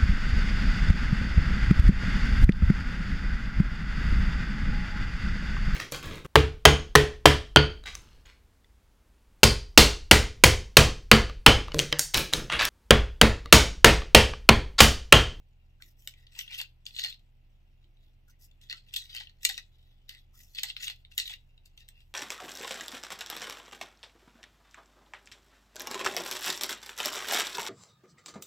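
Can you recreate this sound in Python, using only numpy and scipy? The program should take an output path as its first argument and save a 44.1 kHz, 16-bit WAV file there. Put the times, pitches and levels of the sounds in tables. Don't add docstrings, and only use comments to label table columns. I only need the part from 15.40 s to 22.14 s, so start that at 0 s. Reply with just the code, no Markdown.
import sys
import numpy as np
from scipy import signal
from scipy.fft import rfft, irfft, next_fast_len
from scipy.io import wavfile
from scipy.ndimage import map_coordinates

SR = 44100
rng = np.random.default_rng(int(sys.argv[2]) if len(sys.argv) > 2 else 0)


def natural_amplitude(level_db):
    exponent = np.asarray(level_db, float) / 20
    return 10 ** exponent


def file_out(sig):
    cols = np.atleast_2d(sig).T
    lim = np.clip(cols, -1, 1)
    pcm = np.round(lim * 32767).astype(np.int16)
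    wavfile.write(sys.argv[1], SR, pcm)


N = 297234

# [f/Hz, level/dB]
STEEL_MODES = [(800, -24), (1150, -30), (1500, -10), (1940, -0.5), (2300, -8.5), (2740, 1), (3100, 1),
               (3450, 3.5), (3770, 1), (4200, -2.5), (4450, -7), (4750, -9.5)]
# [f/Hz, level/dB]
ROD_MODES = [(5200, -18.5), (5640, -9.5), (6080, -10.5), (6880, -9.5), (7770, -10.5), (8800, -20)]
# [f/Hz, level/dB]
CLOTH_MODES = [(10200, -16.5), (12000, -6.5), (12900, 1.5), (14200, -2), (15300, -11.5)]
SHARPNESS = (18, 16, 12)


def unit(x):
    return x / np.sqrt(np.mean(x ** 2) + 1e-20)


def along(points, hz):
    f, v = np.transpose(points)
    return np.interp(np.log(hz + 1), np.log(f + 1), v)


def wobble(rate):
    steps = np.arange(0, N * rate / SR + 1, 1 / 8)
    knots = rng.standard_normal(int(N * rate / SR) + 4)
    curve = map_coordinates(knots, [steps])
    return np.interp(np.arange(N) * rate / SR, steps, curve)


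def filtered(x, response):
    n = x.shape[-1]
    m = next_fast_len(n + 1024)
    return irfft(rfft(x, m) * response(np.fft.rfftfreq(m, 1 / SR)), m)[..., :n]


def rush(spectrum):
    # [f/Hz, left-right likeness]
    likeness = [(60, .9), (150, .9), (280, .45), (640, 0), (7000, .2), (15000, .6)]
    turn = lambda hz: np.arccos(np.clip(along(likeness, hz), -1, 1)) / 2
    shape = lambda hz: natural_amplitude(along(spectrum, hz)) * [np.cos(turn(hz)), np.sin(turn(hz))]
    mid, side = filtered(rng.standard_normal((2, N)), shape)
    return unit(np.array([mid + side, mid - side]))


def background():
    # [f/Hz, rms level/dB, unsteadiness/dB]
    hum_lines = [(18, -75, 3), (29.2, -60, .4), (58, -75, 3.5), (77.6, -69, 1.6), (119.8, -70, 1.3),
                 (178, -86, 3), (238, -89, 2), (296, -94, 2), (358, -95, 2)]
    # [f/Hz, level per Hz/dB]
    rumble = [(12, -18.5), (22, -6), (50, -3.5), (100, -4.5), (170, -13), (260, -20.5), (450, -23),
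              (800, -22), (1100, -33)]
    # [f/Hz, level per Hz/dB]
    far_hiss = [(590, -33.5), (1000, -9), (1250, -2), (1860, -3), (2020, 0.5), (2870, 1.5), (3350, -2.5),
                (4380, -8.5), (8260, -22.5), (15200, -15), (16500, -23.5)]
    t = np.arange(N) / SR
    hum = 0
    for hz, db, shake_db in hum_lines:
        strength = np.sqrt(2) * natural_amplitude(db + shake_db * wobble(4.8))
        port_phase = [[0], [.35]]
        phase = 2 * np.pi * hz * t + 0.47 * shake_db * wobble(2.4) + port_phase
        hum = hum + strength * np.sin(phase)
    hum = hum * natural_amplitude([[-.4], [.4]])
    return hum + natural_amplitude(-70.5) * rush(rumble + [(1600, -74.5)]) + natural_amplitude(-81) * rush(far_hiss)


def damped(hz, sharpness):
    return sharpness * min(1, (hz / 1900) ** 2)


def resonance(x, hz, db, sharpness):
    sharp = signal.iirpeak(hz, sharpness, SR)
    wide = signal.iirpeak(hz, sharpness / 4, SR)
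    return natural_amplitude(db) * signal.lfilter(*wide, signal.lfilter(*sharp, x))


def stroke():
    # [t/s, steel level/dB, time to lose 30 dB/s, spot f/Hz, rod over steel/dB]
    jolts = [(.678, -48.5, 0.0572, 3400, -6.5), (.996, -48, 0.1477, 2805, -7.5),
             (1.466, -57, 0.1142, 4144, -3.5), (3.47, -63, 0.98, 2100, -17.5),
             (4.998, -57.5, 0.11, 2001, -8), (3.7, -52, 0.1655, 3695, -15.5),
             (4.033, -41.5, 0.0345, 4297, -3.5), (3.22, -59.5, 0.15, 3523, -10),
             (3.302, -41, 0.1413, 4121, -18.5), (3.566, -39.5, 0.1005, 4060, -2),
             (4.055, -34, 0.0217, 4130, 7.5), (4.098, -28.5, 0.0325, 3450, -9.5),
             (4.182, -43, 0.017, 3693, -7.5), (4.694, -49, 0.0991, 3880, -11),
             (5.152, -49.5, 0.2553, 4028, -9.5), (5.24, -38, 0.0405, 2982, -12),
             (5.372, -43, 0.0159, 2677, -18.5), (5.719, -56.5, 0.0655, 3983, -12.5),
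             (5.785, -32, 0.0825, 4080, -5.5), (6.26, -59.5, 0.0316, 2582, -7),
             (6.374, -68, 0.13, 3189, -8), (6.486, -66, 0.0021, 2649, -3)]
    # [middle t/s, steel level/dB, time to lose 30 dB/s, spot f/Hz, rod over steel/dB]
    slides = [(.78, -68, 0.18, 1950, -16.5), (.975, -51.5, 0.0788, 2600, -10),
              (1.145, -44.5, 0.06, 3000, -13), (1.205, -43, 0.0429, 2705, -12),
              (1.595, -42.5, 0.0722, 4291, -8.5), (1.66, -42.5, 0.1105, 4268, -16),
              (2.45, -75, 0.0033, 3858, -13.5), (2.65, -76.5, 0.1, 3850, -14),
              (3.545, -44.5, 0.023, 3011, -8.5), (3.64, -57, 0.0672, 3892, -12),
              (3.785, -42, 0.0997, 2972, -20.5), (1.11, -50, 0.0338, 2300, -20.5),
              (4.04, -53, 0.0382, 3488, -8), (4.13, -47, 0.1128, 3882, -12), (4.44, -74, 0.27, 3863, -16),
              (4.775, -62.5, 0.0943, 3601, -15.5), (5.185, -38, 0.0276, 3303, -19.5),
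              (5.29, -43, 0.0427, 4311, -14), (5.44, -40, 0.078, 2522, -13.5),
              (5.494, -41.5, 0.0555, 2705, -18), (5.6, -69.5, -0.04, 2721, -17),
              (5.89, -45, 0.0896, 3800, -9), (6.415, -62.5, 0.05, 2733, -18.5),
              (6.595, -65, 0.0678, 2670, -21)]
    # [middle t/s, cloth level/dB, time to lose 30 dB/s, spot f/Hz]
    brushes = [(.465, -67.5, 0.0751, 2000), (.655, -66, 0.0938, 3000), (1.011, -52, 0.0283, 2840),
               (1.189, -48, 0.0143, 2690), (2.897, -72, 0.03, 5188), (3.035, -63, 0.0484, 5300),
               (3.235, -70, 0.0176, 3530), (3.54, -58, -0.0086, 3700), (3.57, -46, 0.0156, 4044),
               (3.76, -55, 0.0251, 3107), (4.032, -58.5, 0.0172, 4300), (5.0, -62.5, 0.075, 1999),
               (5.09, -70.5, 0.1418, 5200), (5.237, -38, 0.0035, 2975), (5.446, -53, 0.0429, 2517),
               (5.768, -63.5, -0.0351, 2733), (6.4, -72, -0.02, 2736), (6.49, -62.5, 0.0044, 2650),
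               (6.67, -85, 0.14, 3600)]
    # [steel level/dB, rod level/dB, cloth level/dB]
    brush_parts_db = (-7.5, -4, -1.5)
    # [steel level/dB, rod level/dB, cloth level/dB]
    rest_parts_db = (-84.5, -93.5, -96)
    rise_s = .016
    cloth_equal_db, cloth_grows = -77.5, 0.723
    settle_s, settle_db = 0.22, (-28.5, -24, -22)
    t = np.arange(0, N / SR + .002, .001)

    def jolt(s, fall_s):
        return -30 * np.where(t < s, (s - t) / rise_s, (t - s) / fall_s)

    def swell(s, fall_s, order=2):
        return -30 * ((t - s) / fall_s) ** order

    def tight(db, rod_db):
        cloth_db = rod_db - (1 - cloth_grows) * (db + rod_db - cloth_equal_db)
        return 0, rod_db, cloth_db

    moves = [(db + jolt(s, fall), hz, tight(db, rod)) for s, db, fall, hz, rod in jolts]
    moves += [(db + swell(s, fall), hz, tight(db, rod)) for s, db, fall, hz, rod in slides]
    moves += [(db + swell(s, fall, order=4), hz, brush_parts_db) for s, db, fall, hz in brushes]
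    moves += [(0 * t, 2750, rest_parts_db)]
    power = np.array([natural_amplitude(2 * (db + np.array(parts_db)[:, None])) for db, _, parts_db in moves])
    total = power.sum(0)
    spot_hz = np.exp(np.log([hz for _, hz, _ in moves]) @ power[:, 0] / total[0])
    memory = natural_amplitude(-60 * t[1] / settle_s)
    creep = natural_amplitude(2 * np.array(settle_db))[:, None] * signal.lfilter([1 - memory], [1, -memory], total)
    curves = (*10 * np.log10(total + creep), spot_hz)
    return [np.interp(np.arange(N) / SR, t, curve) for curve in curves]


def scrape():
    grip_drift = (3.5, 3, 2)
    clumping = (1.3, 1.1, .75)
    spot_lift = (9, 7, 0)
    *levels, spot_hz = stroke()
    clumps_db = 11 * np.tanh((2.1 * wobble(80) + 5 * wobble(700)) / 10)
    parts = zip((STEEL_MODES, ROD_MODES, CLOTH_MODES), levels, clumping, grip_drift, spot_lift, SHARPNESS)
    out = np.zeros((2, N))
    for modes, level_db, grainy, drift_db, focus_db, sharp in parts:
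        common, other = rng.standard_normal((2, N))
        fibres = common + .4 * other * [[1], [-1]]
        fibres = natural_amplitude(grainy * clumps_db) * fibres
        layer = 0
        for hz, db in modes:
            nearness = np.exp(-(np.log(spot_hz / hz) / .07) ** 2)
            grip_db = drift_db * wobble(30) + focus_db * nearness
            layer = layer + resonance(natural_amplitude(grip_db) * fibres, hz, db, damped(hz, sharp))
        out += unit(layer) * natural_amplitude(level_db + 0.5)
    return out


def singing(rows, width_hz):
    out, t = np.zeros(N + SR), np.arange(SR // 6) / SR
    memory = np.exp(-np.pi * abs(width_hz) / SR)
    slow = np.convolve([1, -memory], [1, -memory])
    for s, length, from_hz, to_hz, db in rows:
        u = np.clip(t / max(length, .01), 0, 1)
        a, b = unit(signal.lfilter([1], slow, rng.standard_normal((2, len(t)))))
        phase = 2 * np.pi * np.cumsum(from_hz + (to_hz - from_hz) * u) / SR
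        swell = np.sqrt(np.abs(np.sin(np.pi * u))) * (u < 1)
        out[round(s * SR):][:len(t)] += natural_amplitude(db) * swell * (a * np.cos(phase) + b * np.sin(phase))
    return out[:N]


def thuds():
    # [t/s, length/s, from f/Hz, to f/Hz, rms level/dB]
    bench_thuds = [
        (.42, 0.077, 310.5, 301, -78.5),
        (.665, 0.027, 603, 560, -74.5),
        (2.42, .1, 329.6, 309, -80.5),
        (3.29, 0.0692, 370, 330, -77),
        (4.045, .05, 300, 260, -77),
        (4.16, 0.0483, 340.3, 330, -77.5),
        (4.95, .12, 220, 220, -78),
        (5.775, .04, 330, 280, -79),
    ]
    return singing(bench_thuds, 90) * natural_amplitude([[.5], [-.5]])


def contacts():
    # [t/s, peak level/dB, f/Hz]
    notes_sung = [(.399, -57.5, 1487), (.96, -60.5, 961), (1.2, -52, 849), (1.642, -51, 797.3),
                  (3.025, -62, 5434), (3.803, -53, 826), (4.093, -46, 800), (4.177, -42, 1928),
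                  (5.232, -35, 1976), (4.705, -53, 1954), (5.925, -46, 1994), (5.232, -48.5, 843),
                  (5.497, -56, 810), (5.776, -55, 799.5), (5.895, -55, 800), (1.105, -64.5, 928),
                  (3.33, -53.5, 1356)]
    # [t/s, peak level/dB, loudest f/Hz, edge/dB]
    ticks = [(0.421, -38, 2007, -8.5), (0.7374, -47.5, 2240, -11), (0.8673, -48, 4313, -27.5),
             (1.4544, -43.5, 6800, -16), (1.507, -45.5, 4010, -30.5), (2.4416, -60, 3810, -31),
             (2.569, -66, 3840, -25), (2.897, -63, 3000, -9), (3.1121, -56, 2640, -9.5),
             (3.213, -51, 3490, -7), (4.7473, -43, 2003, -11), (5.649, -44, 3620, -31),
             (5.723, -63, 3530, -15), (6.177, -52.5, 3760, -25.5), (6.2565, -51.5, 7740, -6.5),
             (6.3754, -44.5, 2726, -11.5), (6.4043, -48.5, 3810, -6.5), (3.486, -54.5, 3315, -17.5),
             (3.655, -47.5, 3850, -17), (3.895, -48.5, 4320, -25.5), (5.003, -53, 2008, -14),
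             (5.56, -55, 3976, -2), (6.603, -55, 2700, -13.5), (6.4802, -54, 2994, -4.5),
             (0.9296, -56, 2530, -17.5), (3.5083, -53, 2670, -17.5), (3.694, -47.5, 3950, -20.5),
             (1.793, -60.5, 3500, -9)]
    # [t/s, peak level/dB, loudest f/Hz, edge/dB, body/dB]
    blows = [(0.6738, -26.5, 3670, -3, -21), (1.2139, -27, 4523, -5.5, -11), (1.464, -29, 4480, -6, -28),
             (1.6372, -23, 3560, -9, -16.5), (3.326, -27, 4177, -10.5, -10.5),
             (3.5615, -19.5, 4106, -5.5, -22), (3.7487, -31.5, 4700, -2.5, -7.5),
             (3.8079, -34.5, 3460, -25.5, -5), (4.0912, -23, 4420, -8, -14),
             (4.098, -24.5, 4550, -20, -8.5), (4.1778, -26.5, 3730, -13, -19),
             (4.6918, -35, 4750, -7.5, -15.5), (5.1484, -38, 4276, -6, -19),
             (5.4994, -32, 2608, -11.5, -13), (5.7783, -15.5, 3695, -2, -22),
             (5.7995, -23, 4110, -21.5, -30.5), (6.4868, -40, 2712, -1.5, -15)]
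    # [t/s, peak level/dB, loudest f/Hz, edge/dB, body/dB]
    shoves = [
        (0.9888, -25.5, 2810, -5, -12),
        (1.5934, -24, 4326, -9, -18.5),
        (3.2975, -29.5, 4270, -21.5, -20),
        (4.0497, -12, 4255, -3, -22),
        (5.2322, -19, 4190, -6, -17.5),
        (5.365, -26.5, 2666, -19, -25.5),
        (5.479, -24, 2840, -10, -20),
        (1.2, -28, 2792, -16.5, -12.5),
    ]
    # [t/s, peak level/dB, loudest f/Hz, edge/dB]
    rattles = [(1.009, -31.5, 2940, -28.5), (1.077, -39, 3266, -30), (1.1455, -31, 3140, -10),
               (1.187, -31, 4040, -14.5), (1.2386, -47.5, 1600, -18.5), (1.5455, -41, 3970, -20),
               (1.5631, -31.5, 3820, -14), (1.586, -26.5, 4120, -20.5), (1.602, -36, 4570, -14.5),
               (1.6169, -31, 4000, -30), (1.6448, -23, 4300, -13), (1.7238, -38.5, 3790, -20.5),
               (3.5373, -28, 3317, -7.5), (3.7627, -32, 4254, -15), (3.7803, -35, 3220, -28),
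               (3.8326, -44.5, 2990, -12.5), (3.87, -41, 2993, -25), (4.1405, -36, 3650, -14),
               (5.1839, -28, 2640, -23.5), (5.193, -30.5, 4420, -4), (5.2996, -29.5, 2788, -34.5),
               (5.427, -36.5, 5940, -16.5), (5.4432, -32, 6490, -9.5), (5.452, -38.5, 5040, -7),
               (5.1557, -41, 4180, -20), (5.8563, -36, 3720, -20), (5.876, -30, 3824, -11.5),
               (5.9186, -42, 2010, -14), (5.9355, -33.5, 3790, -12.5), (.9503, -44.5, 2550, -15),
               (.996, -34, 2810, -13.5), (1.1209, -36.5, 2710, -16), (1.127, -36, 2782, -11),
               (1.194, -33, 2784, -15), (1.698, -42, 3490, -5.5), (3.8, -37, 4100, -18),
               (5.47, -38, 2698, -12), (5.898, -39.5, 2000, -10.5), (5.906, -40, 3800, -8)]
    strike_lift_db = 6
    hits = [(*row, .8, strike_lift_db, 1) for row in blows]
    hits += [(*row, -24.5, 2, strike_lift_db, 1) for row in rattles]
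    hits += [(*row, -26, 1.3, 2.5, 1.4) for row in ticks]
    hits += [(*row, -16, -16, 7.5, 24, 1) for row in notes_sung]
    hits += [(*row, 1.3, strike_lift_db, 1) for row in shoves]
    return hits


def ringing(modes, extra_db=0):
    c, w, db = np.transpose(modes)[:, :, None]
    gain = natural_amplitude(db + extra_db) * (-1.) ** np.arange(len(modes))[:, None]
    return lambda f: np.sum(gain * 1j * f * w / (c * c - f * f + 1j * f * w), axis=0)


def knocks():
    out, t = np.zeros((2, N + SR)), np.arange(1500) / SR
    modes = []
    for part, sharp in zip((STEEL_MODES, ROD_MODES, CLOTH_MODES), SHARPNESS):
        modes += [(hz, hz / damped(hz, sharp), db) for hz, db in part]
    modes = np.array(modes)
    centre = modes[:, :1]
    is_edge, is_body = centre > 4800, centre < 2200
    for s, db, hz, edge_db, body_db, ms, lift_db, damping in contacts():
        u = 1000 * t / np.clip(ms, .4, 8)
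        common, other = rng.standard_normal((2, len(t)))
        chatter = common + .3 * other * [[1], [-1]]
        contact = chatter * u * np.exp(-1.2 * u)
        blunt = natural_amplitude(min(edge_db + 8, 0))
        contact = filtered(contact, lambda f: (6000 + blunt * 1j * f) / (6000 + 1j * f))
        strength, shift = rng.standard_normal((2, len(modes), 1))
        colour_db = 2.2 * strength + is_edge * (edge_db + 7) - (centre > 9500) * 13
        colour_db = colour_db + is_body * (body_db + 16)
        held = modes * [1, damping, 1] * np.exp(shift * [.03, .03, 0])
        loudest = [(hz, damping * max(hz / 15, 90), lift_db)]
        ring = filtered(contact, ringing(held, colour_db)) + filtered(contact, ringing(loudest))
        out[:, round(s * SR):][:, :len(t)] += natural_amplitude(db + 4.5) * ring / np.max(np.abs(ring))
    return out[:, :N]


def whistles():
    # [t/s, length/s, from f/Hz, to f/Hz, rms level/dB]
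    bore_whistles = [(.76, 0.0564, 1950, 1950, -69), (1.0, 0.0653, 3000, 2600, -56),
                     (1.095, .08, 2200, 3450, -46.5), (1.63, 0.0533, 1949, 1930, -45),
                     (2.877, 0.0325, 1470, 1464, -67), (2.91, .045, 1980, 1980, -76.5),
                     (3.56, 0.074, 4502, 3700, -46.5), (3.69, 0.067, 4755, 4750, -59),
                     (3.76, 0.035, 3000, 3050, -50), (4.71, 0.077, 1950, 1950, -62.5),
                     (5.165, .02, 3350, 3350, -48), (5.24, .07, 4604, 3800, -50),
                     (5.79, 0.049, 2750, 2750, -46), (5.79, 0.058, 4116, 3800, -45.5),
                     (5.85, .05, 3800, 3800, -53.5), (6.41, 0.051, 3880, 3900, -69),
                     (6.5, 0.066, 2700, 2700, -71.5), (1.645, 0.0674, 4350, 4197, -45),
                     (1.55, .05, 4000, 4396, -49.5), (1.215, 0.0497, 2800, 2655, -51),
                     (4.93, 0.042, 1100, 1393, -71.5), (4.93, .15, 5000, 5400, -72),
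                     (3.015, .035, 5300, 5600, -69), (2.41, .06, 3850, 3850, -80),
                     (2.56, .05, 3850, 3800, -81), (4.42, .06, 3900, 3850, -79)]
    return singing(bore_whistles, 220)


def ports(x):
    # [f/Hz, phase/rad]
    left_lead = [(0, 0), (700, 1), (1460, 1.5), (2000, 1.3), (2750, 2.2), (3500, 3.2), (4100, 4.7),
                 (5500, 6), (7000, 6.9), (16500, 7.6)]
    # [f/Hz, level/dB]
    left_louder = [(700, 4), (1300, 1), (2400, 2), (4400, 1.5), (8000, 1.73), (15000, .5)]
    # [f/Hz, level/dB, relative width]
    dip_hz, dip_depth_db, dip_width = (9800, -4.5, .11)
    f, lead = np.transpose(left_lead)
    half = np.array([[.5], [-.5]])

    def response(hz):
        small = (1j * hz / (700 + 1j * hz)) ** 2
        dip_db = dip_depth_db * np.exp(-((hz / dip_hz - 1) / dip_width) ** 2)
        loudness = natural_amplitude(half * along(left_louder, hz) + dip_db)
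        return small * loudness * np.exp(1j * half * np.interp(hz, f, lead))

    return filtered(x, response)


def room(x):
    # [f/Hz, t/s]
    decay_times = [(500, .1), (2000, 0.15), (4000, .19), (10000, .1)]
    # [delay t/s, level/dB]
    near_walls = [
        (.0065, -17),
        (.0088, -18),
        (.014, -23),
        (.019, -18),
    ]
    hz, t, z = signal.stft(rng.standard_normal((2, SR // 2)), SR, nperseg=256)
    fade = natural_amplitude(-60 * t / along(decay_times, hz)[:, None])
    tail = signal.istft(z * fade, SR, nperseg=256)[1]
    delayed = np.pad(x, ((0, 0), (200, 0)))
    late = signal.fftconvolve(delayed, tail / np.linalg.norm(tail[0]), axes=1)[:, :N]
    early = 0
    for k, (s, db) in enumerate(near_walls):
        sides = x[::(-1) ** k]
        early = early + natural_amplitude(db) * np.roll(sides, round(s * SR), axis=1)
    return early + natural_amplitude(-11) * late


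def scene():
    work = ports(scrape() + knocks() + whistles())
    return background() + thuds() + work + room(work)


def low_pass(x):
    return signal.sosfilt(signal.butter(12, 16980, fs=SR, output="sos"), x)


def record(dry):
    def band(hz):
        return np.maximum(1 / (1 + (hz / 15850) ** 150), natural_amplitude(-22) * (hz < 16700))

    return low_pass(filtered(dry, band))


dry = scene()
out = record(dry)
file_out(out)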